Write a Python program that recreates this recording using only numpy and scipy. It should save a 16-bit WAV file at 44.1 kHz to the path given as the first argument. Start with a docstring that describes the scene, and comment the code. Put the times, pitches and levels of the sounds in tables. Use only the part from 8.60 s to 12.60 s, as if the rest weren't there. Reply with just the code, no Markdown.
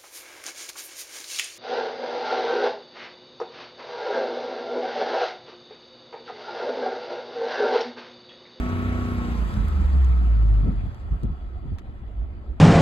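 """A V8 in neutral, taken with a stereo pair at the driver's seat. It opens held at about 3700 rpm:
exhaust orders, valve buzz, belt whines, ringing casings and fan whirr over the cabin's low boom.
Within the first second the throttle shuts; orders and whines sink together and the whirr fades.
From about 1 s, small plastic ticks sound close by, dull puffs of air shake the cabin and the third
order drones. After 2 s the boom comes in lurches as the engine winds down to a 900 rpm idle."""
import sys
import numpy as np
from scipy import signal
from scipy.io import wavfile

SR = 44100
rng = np.random.default_rng(int(sys.argv[2]) if len(sys.argv) > 2 else 0)


def put_to_file(sound):
    """Save the sound as 16-bit audio at rate SR, in the file named by the first command-line argument."""
    columns = np.atleast_2d(sound).T  # one column per channel
    safe = np.clip(columns, -1, 1)
    whole_steps = np.round(safe * 32767)
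    wavfile.write(sys.argv[1], SR, whole_steps.astype(np.int16))


N = 176400
T = np.arange(N) / SR
FULL_HZ = 30.8   # four-stroke cycles a second at full speed; an order is a multiple of the cycle rate
RELEASE_S = (.65, .92)   # the throttle closes between these times
RIGHT_LAG_S = 0.00028   # the engine reaches the left microphone first


def from_db(db):
    """Decibels to gain."""
    return 10 ** (np.asarray(db) / 20)


def rms_one(x):
    """Scale to unit rms."""
    return x / np.sqrt(np.mean(x ** 2) + 1e-20)


def in_time(rows):
    """Join (t/s, value) rows by straight lines."""
    return np.interp(T, *np.transpose(rows))


def at_hz(rows, hz):
    """Read every column of a table on a log-frequency axis."""
    f, *columns = np.transpose(rows)
    return [np.interp(np.log(hz), np.log(f), c) for c in columns]


def filtered(x, hz, kind, order=2):
    """Butterworth filter."""
    sos = signal.butter(order, np.clip(hz, 10, .45 * SR), kind, fs=SR, output="sos")
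    return signal.sosfilt(sos, x)


def drift(hz):
    """Smooth random wander of spread 1."""
    pole = np.exp(-200 * np.pi * hz / SR)   # one step per 100 samples
    steps = rng.standard_normal(N // 100 + 1002)
    slow = signal.lfilter([1], [1, -2 * pole, pole * pole], steps)[1000:]
    return np.interp(np.arange(N) / 100, np.arange(len(slow)), rms_one(slow))


# The cabin at the microphones: f/Hz, share common to both (0-1), left minus right/dB
CABIN_IMAGE = [(62, 0.85, -3), (129, 0.4, 1.2), (282, 0.99, 0.5), (700, 0.61, 4.5), (1390, 0.37, 1.5),
               (2820, 0.08, -0.5), (5500, 0.7, -0.5), (10100, 1, -0.5)]


def panned(pair, hz):
    """Left-right balance of the cabin at this pitch."""
    return pair * from_db(at_hz(CABIN_IMAGE, hz)[1] * np.array([[.5], [-.5]]))


def stereo_noise(hz):
    """White noise, partly common to both microphones and later on the right."""
    share = at_hz(CABIN_IMAGE, hz)[0]
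    common = rng.standard_normal(N)
    direct = np.array([common, np.roll(common, round(RIGHT_LAG_S * SR))])
    diffuse = rng.standard_normal((2, N))
    return panned(np.sqrt(share) * direct + np.sqrt(1 - share) * diffuse, hz)


def tone(cycles, order, db, phase=0):
    """One engine order; reflections scatter its phase between the microphones."""
    hz = order * FULL_HZ
    scatter = (1 - at_hz(CABIN_IMAGE, hz)[0]) * rng.standard_normal((2, 1))
    angle = 2 * np.pi * order * cycles + phase + scatter
    return panned(np.sqrt(2) * from_db(db) * np.sin(angle), hz)


# Leading orders at the seat, swelling as they cross cabin resonances: t/s, level/dB
CRANK_ORDER_2 = [(0, -21), (.18, -62), (.28, -27.5), (.5, -43), (.72, -26.5), (.83, -23), (.93, -40),
                 (1.01, -17), (1.1, -31.5), (1.26, -19.5), (1.43, -47), (2.1, -54.5), (2.5, -43)]
DRONE_ORDER_3 = [(0, -50), (.13, -27), (.55, -30), (.86, -42), (.95, -24), (1.01, -41), (1.09, -23),
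                 (1.25, -22.5), (1.38, -15), (1.6, -16.5), (2.0, -14.5), (2.1, -24.5), (2.18, -21),
                 (2.3, -47), (2.8, -42)]
ORDER_6 = [(0, -41.5), (.4, -41.5), (.58, -37), (.8, -40), (.95, -44.5), (1.2, -55), (1.62, -44),
           (1.78, -31.5), (2.0, -29), (2.1, -37), (2.3, -46.5)]
FIRING_ORDER_8 = [(0, -31), (.72, -32.5), (.83, -41.5), (.91, -48.5), (.96, -31.5), (1.04, -37.5),
                  (1.09, -51), (1.15, -38), (1.22, -33), (1.3, -45.5), (1.42, -47.5), (2.0, -40.5),
                  (2.4, -49), (3.3, -55), (4, -37)]
# Lesser orders at full speed, before the load gain: order, level/dB
LESSER_ORDERS = [(4, -43), (5, -45.5), (7, -39), (9, -46), (10, -44.5), (11, -46), (12, -54), (13, -43.5),
                 (14, -54), (15, -55), (16, -52), (17, -55), (18, -60), (23, -56), (24, -55), (29, -59),
                 (45, -59), (47, -58), (64, -60)]
# Lesser orders and valve buzz dip as the throttle closes, then recover: t/s, gain/dB
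LOAD_GAIN = [(0, -1), (.5, -1.5), (.72, -2), (.92, -9.5), (4, -1.5)]
ORDER_FALL_DB, WAVER_DB = 22, 2.2   # loss per halving of speed; slow wander in level
ROUGH_DB, ROUGH_RADIANS, ROUGH_HZ = 3.5, .45, 22


def exhaust(cycles, halvings):
    """Orders of the uneven firing pattern throb once a cycle and turn ragged as the throttle shuts."""
    overrun = np.interp(T, RELEASE_S, (0, 1))

    def ragged(order, db, phase=0):
        """One order that stumbles in strength and timing on the overrun."""
        stumble_db = overrun * ROUGH_DB * drift(ROUGH_HZ)
        stumble_phase = overrun * ROUGH_RADIANS * drift(ROUGH_HZ)
        return tone(cycles, order, db + stumble_db, phase + stumble_phase)

    out = tone(cycles, 2, in_time(CRANK_ORDER_2)) + tone(cycles, 3, in_time(DRONE_ORDER_3))
    out += ragged(6, in_time(ORDER_6)) + ragged(8, in_time(FIRING_ORDER_8))
    effort_db = in_time(LOAD_GAIN) - ORDER_FALL_DB * halvings
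    for order, db in LESSER_ORDERS:
        out += ragged(order, db + effort_db + WAVER_DB * drift(hz=5), phase=.8 * rng.standard_normal())
    return out


# Buzz through the engine's covers at full speed, before the load gain: f/Hz, level per order/dB
COVER_RESPONSE = [(600, -61), (1000, -64), (1180, -61.5), (1400, -55), (1550, -64.5), (1900, -60),
                  (2600, -69.5), (4000, -80.5)]
BUZZ_FALL_DB = 24   # per halving of speed


def valve_train(cycles, halvings):
    """A comb of high orders; each swells as it slides through the resonance of the engine's covers."""
    effort_db = in_time(LOAD_GAIN) - BUZZ_FALL_DB * halvings
    wavers = [from_db(effort_db + WAVER_DB * drift(hz=3.8)) for _ in range(5)]
    cycle_hz = FULL_HZ / 2 ** halvings[::100]
    out = 0
    for order in range(19, 131):
        cover_db = at_hz(COVER_RESPONSE, order * cycle_hz)[0]
        strength = np.repeat(from_db(cover_db), 100)[:N] * wavers[order % len(wavers)]
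        partial = tone(cycles, order, db=1.8 * rng.standard_normal(), phase=rng.uniform(0, 2 * np.pi))
        out += strength * partial
    return out


# Pulley whines at full speed: f/Hz, level/dB, held until t/s
PULLEY_WHINES = [(356, -47.5, .52), (646.5, -51, .36), (1116, -46.5, .76), (1139, -55, .45),
                 (1302, -46, .45), (1879, -60.5, .4), (3400, -67, .5), (3881, -66, .6)]
WHINE_FALL_DB = 14   # per halving of speed
WHINE_DROP_DB, WHINE_FADE_S = 10, .12   # once the hold ends


def belt_drive(cycles, halvings):
    """Pulleys whine at fixed ratios to the crank; each holds, then drops away."""
    ahead = cycles[0] + .7 * (cycles - cycles[0])   # nearly straight ahead of the pair: less lag
    out = 0
    for hz, db, hold_s in PULLEY_WHINES:
        loss_db = WHINE_FALL_DB * halvings + WHINE_DROP_DB * np.clip((T - hold_s) / WHINE_FADE_S, 0, 1)
        whine = np.sqrt(2) * np.sin(2 * np.pi * hz / FULL_HZ * ahead)
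        out += panned(whine * from_db(db - loss_db + 1.2 * drift(hz=4)), hz)
    return out


# Casing and panel modes: f/Hz, width/Hz, unloaded level at full speed/dB, loss per halving of speed/dB
CASING_MODES = [(200, 5, -43, 9), (342.3, 26, -56, 1), (582.5, 13, -58, 6), (691, 110, -56, 7),
                (1086, 22, -56, 7.5), (1235, 100, -55, 10.5), (1312, 63, -47.5, 9), (1540, 100, -68.5, 8),
                (1830, 110, -61.5, 8), (2040, 150, -64, 6.5), (2462, 160, -60, 12.5), (2844, 110, -70, 6),
                (3040, 22, -69, 5.5), (3385, 76, -65.5, 7), (3890, 60, -65.5, 13), (4594, 110, -63.5, 10.5),
                (4650, 83, -77.5, 13)]
SHAKE_DEPTH, CASING_SWELL_DB, CASING_LOADED_DB = 0.44, 2.5, -4.5


def casing(cycles, halvings):
    """Each firing shakes the metal parts, which ring at the same pitches at any speed."""
    shake = 1 + SHAKE_DEPTH * np.cos(2 * np.pi * 8 * cycles)
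    out = 0
    for hz, width_hz, db, fall_db in CASING_MODES:
        edges = [hz - width_hz / 2, hz + width_hz / 2]
        ring = filtered(stereo_noise(hz) * shake, edges, "band", order=1)
        ring = filtered(ring, [hz / 1.1, hz * 1.1], "band", order=1)
        out += from_db(db - fall_db * halvings + CASING_SWELL_DB * drift(hz=4)) * rms_one(ring)
    return out * from_db(np.interp(T, RELEASE_S, (CASING_LOADED_DB, 0)))   # looser off the throttle


# Fan and valve-train noise: f/Hz, level in 1 Hz at full speed/dB, loss per halving of speed/dB
WHIRR_SPECTRUM = [(103, -56, 6), (151, -61, 9.5), (200, -70, 3), (308, -71.5, 5.5), (570, -77.5, 7),
                  (760, -75.5, 5.5), (1020, -73.5, 13), (1320, -76, 11.5), (1840, -80.5, 10.5),
                  (2950, -87, 12.5), (4230, -92, 12.5), (6050, -96, 15.5), (7200, -98.5, 15),
                  (10700, -103, 14.5), (15700, -107, 13.5)]
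# Rise and fall on top of that spectrum: t/s, gain/dB
WHIRR_GAIN = [(0, 0), (.4, -0.5), (.9, 2), (1.4, 1.5), (2.0, 2), (2.4, 1), (3.0, 0), (3.19, 3), (3.22, 1),
              (3.26, 4), (3.5, 4), (4, 5.5)]
FLICKER_DB, FLICKER_HALVED_HZ = 2.56, 21000   # higher bands are smoother


def whirr(cycles, halvings):
    """Fan and mechanical noise, pulsing with the firings and duller as the speed falls."""
    edges = 80 * 2 ** np.arange(0, 7.8, 1 / 3)   # third octaves
    out = 0
    for low, high in zip(edges, edges[1:]):
        hz = np.sqrt(low * high)
        db, fall_db = at_hz(WHIRR_SPECTRUM, hz)
        band = filtered(stereo_noise(hz), [low, high], "band", order=3) * np.sqrt(SR / 2)
        flicker_db = FLICKER_DB * drift(hz=22) / (1 + hz / FLICKER_HALVED_HZ)
        out += band * from_db(db - fall_db * halvings + flicker_db)
    firing_pulse = 0.056 * np.cos(2 * np.pi * 8 * cycles)
    cycle_throb = 0.076 * np.cos(2 * np.pi * cycles)
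    return out * from_db(in_time(WHIRR_GAIN)) * (1 + firing_pulse + cycle_throb)


# Boom around the microphones, smooth up to 2.1 s and lurching after: t/s, level/dB
BOOM_SMOOTH = [(0, -37), (.6, -31), (1.0, -30), (1.25, -29), (1.45, -34), (1.9, -33), (2.1, -27)]
BOOM_LURCHING = [(2.2, -26), (2.22, -29.5), (2.28, -25.5), (2.354, -44.5), (2.53, -20.5), (2.6, -35.5),
                 (2.66, -20.5), (2.736, -29.5), (2.766, -46), (2.846, -28.5), (2.9, -38.5), (2.966, -30),
                 (2.992, -37), (3.146, -22.5), (3.176, -46), (3.236, -49), (3.288, -32), (3.362, -43),
                 (3.462, -35), (3.528, -36.5), (3.588, -26), (3.794, -37), (3.814, -70), (3.858, -49),
                 (3.904, -26.5), (4.0, -37.5)]
BOOM_HZ, BOOM_WIDTH_HZ, BOOM_EVENNESS = 58.56, 22.8, 0.41


def cabin_boom():
    """The cabin's lowest air resonance, stirred at random."""
    edges = [BOOM_HZ - BOOM_WIDTH_HZ / 2, BOOM_HZ + BOOM_WIDTH_HZ / 2]
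    ring = signal.hilbert(filtered(stereo_noise(BOOM_HZ), edges, "band"))
    swell = np.sqrt(np.mean(np.abs(ring) ** 2, axis=0))
    evened = ring.real / (swell + 0.041 * swell.mean()) ** BOOM_EVENNESS
    evened = filtered(evened, [BOOM_HZ / 2, 2 * BOOM_HZ], "band")
    return rms_one(evened) * from_db(in_time([*BOOM_SMOOTH, *BOOM_LURCHING]))


# Ticks close to the microphones: t/s, level before filtering/dB, lower f/Hz, upper f/Hz, t60/s
CLOSE_TICKS = [(.939, -40.5, 2000, 5000, .018), (1.084, -37, 2200, 18000, .007),
               (1.27, -54, 4000, 16000, .01), (1.446, -42, 900, 6000, .014), (2.346, -51, 900, 6000, .016),
               (2.633, -48, 900, 7000, .016), (2.645, -58, 1500, 7000, .012),
               (3.185, -39.5, 600, 2300, .018), (3.186, -50, 4000, 14000, .007),
               (3.192, -47, 700, 2600, .03)]


def plastic_ticks():
    """Tiny dry contacts of plastic that die at once."""
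    out = 0
    for start_s, db, low_hz, high_hz, t60 in CLOSE_TICKS:
        decay = (T >= start_s) * from_db(-60 * np.clip((T - start_s) / t60, 0, 3))
        burst = filtered(stereo_noise(high_hz) * decay, [low_hz, high_hz], "band", order=1)
        burst = filtered(burst, 2 * high_hz, "low", order=1)
        out += from_db(db) * np.sqrt(SR / 2 / high_hz) * burst
    return filtered(out, 400, "high")   # nothing deeper rings in them


# Dull puffs in the cabin: centre t/s, half length/s, level/dB, upper f/Hz
CABIN_PUFFS = [(1.014, 0.046, -29, 147), (1.225, 0.036, -35.5, 258), (1.356, 0.012, -27.5, 175),
               (1.5, .07, -33, 110), (1.65, 0.04, -37, 199), (1.89, 0.044, -36, 132),
               (2.077, 0.043, -23.5, 190), (2.25, 0.027, -32, 170), (2.532, 0.019, -24.5, 108),
               (2.644, 0.0089, -21, 182), (2.696, 0.035, -33.5, 175), (3.042, 0.014, -42, 227),
               (3.068, 0.018, -35, 150), (3.123, 0.0096, -27, 155)]
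PUFF_LOW_HZ = 71


def air_puffs():
    """Short swells of low turbulence."""
    out = 0
    for centre_s, half_s, db, high_hz in CABIN_PUFFS:
        swell = np.exp(-.5 * ((T - centre_s) / half_s) ** 2)
        air = filtered(stereo_noise(high_hz), high_hz, "low", order=3)
        puff = filtered(air, PUFF_LOW_HZ, "high") * swell
        crest_rms = np.sqrt(np.mean(puff ** 2) / np.mean(swell ** 2))
        out += from_db(db) * puff / crest_rms
    return out


# Engine speed, held and then winding down: t/s, four-stroke cycle rate f/Hz
CYCLE_RATE = [(0, 30.75), (.42, 30.8), (.6, 30.2), (.74, 29.4), (.86, 27.8), (1.0, 26.2), (1.09, 25.0),
              (1.24, 23.5), (1.43, 21.7), (1.7, 19.0), (2.0, 16.7), (2.3, 14.6), (3.0, 10.4), (3.5, 8.5),
              (4, 7.5)]
SPEED_JITTER = 0.0007


def scene():
    """From the driver's seat: one speed drives every turning part, and the cabin adds its own sounds."""
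    cycle_hz = in_time(CYCLE_RATE)
    left_cycles = np.cumsum(cycle_hz * (1 + SPEED_JITTER * drift(hz=10))) / SR
    cycles = np.array([left_cycles, left_cycles - RIGHT_LAG_S * cycle_hz])
    halvings = np.log2(FULL_HZ / cycle_hz)   # octaves below full speed
    engine = sum(part(cycles, halvings) for part in (exhaust, valve_train, belt_drive, casing, whirr))
    return engine + cabin_boom() + air_puffs() + plastic_ticks()


def record(dry):
    """The recorder thins the deepest rumble and cuts the top steeply."""
    top_cut = signal.ellip(10, .1, 80, 15800, fs=SR, output="sos")
    return signal.sosfilt(top_cut, filtered(dry, 28, "high"))


dry = scene()
out = record(dry)
put_to_file(out)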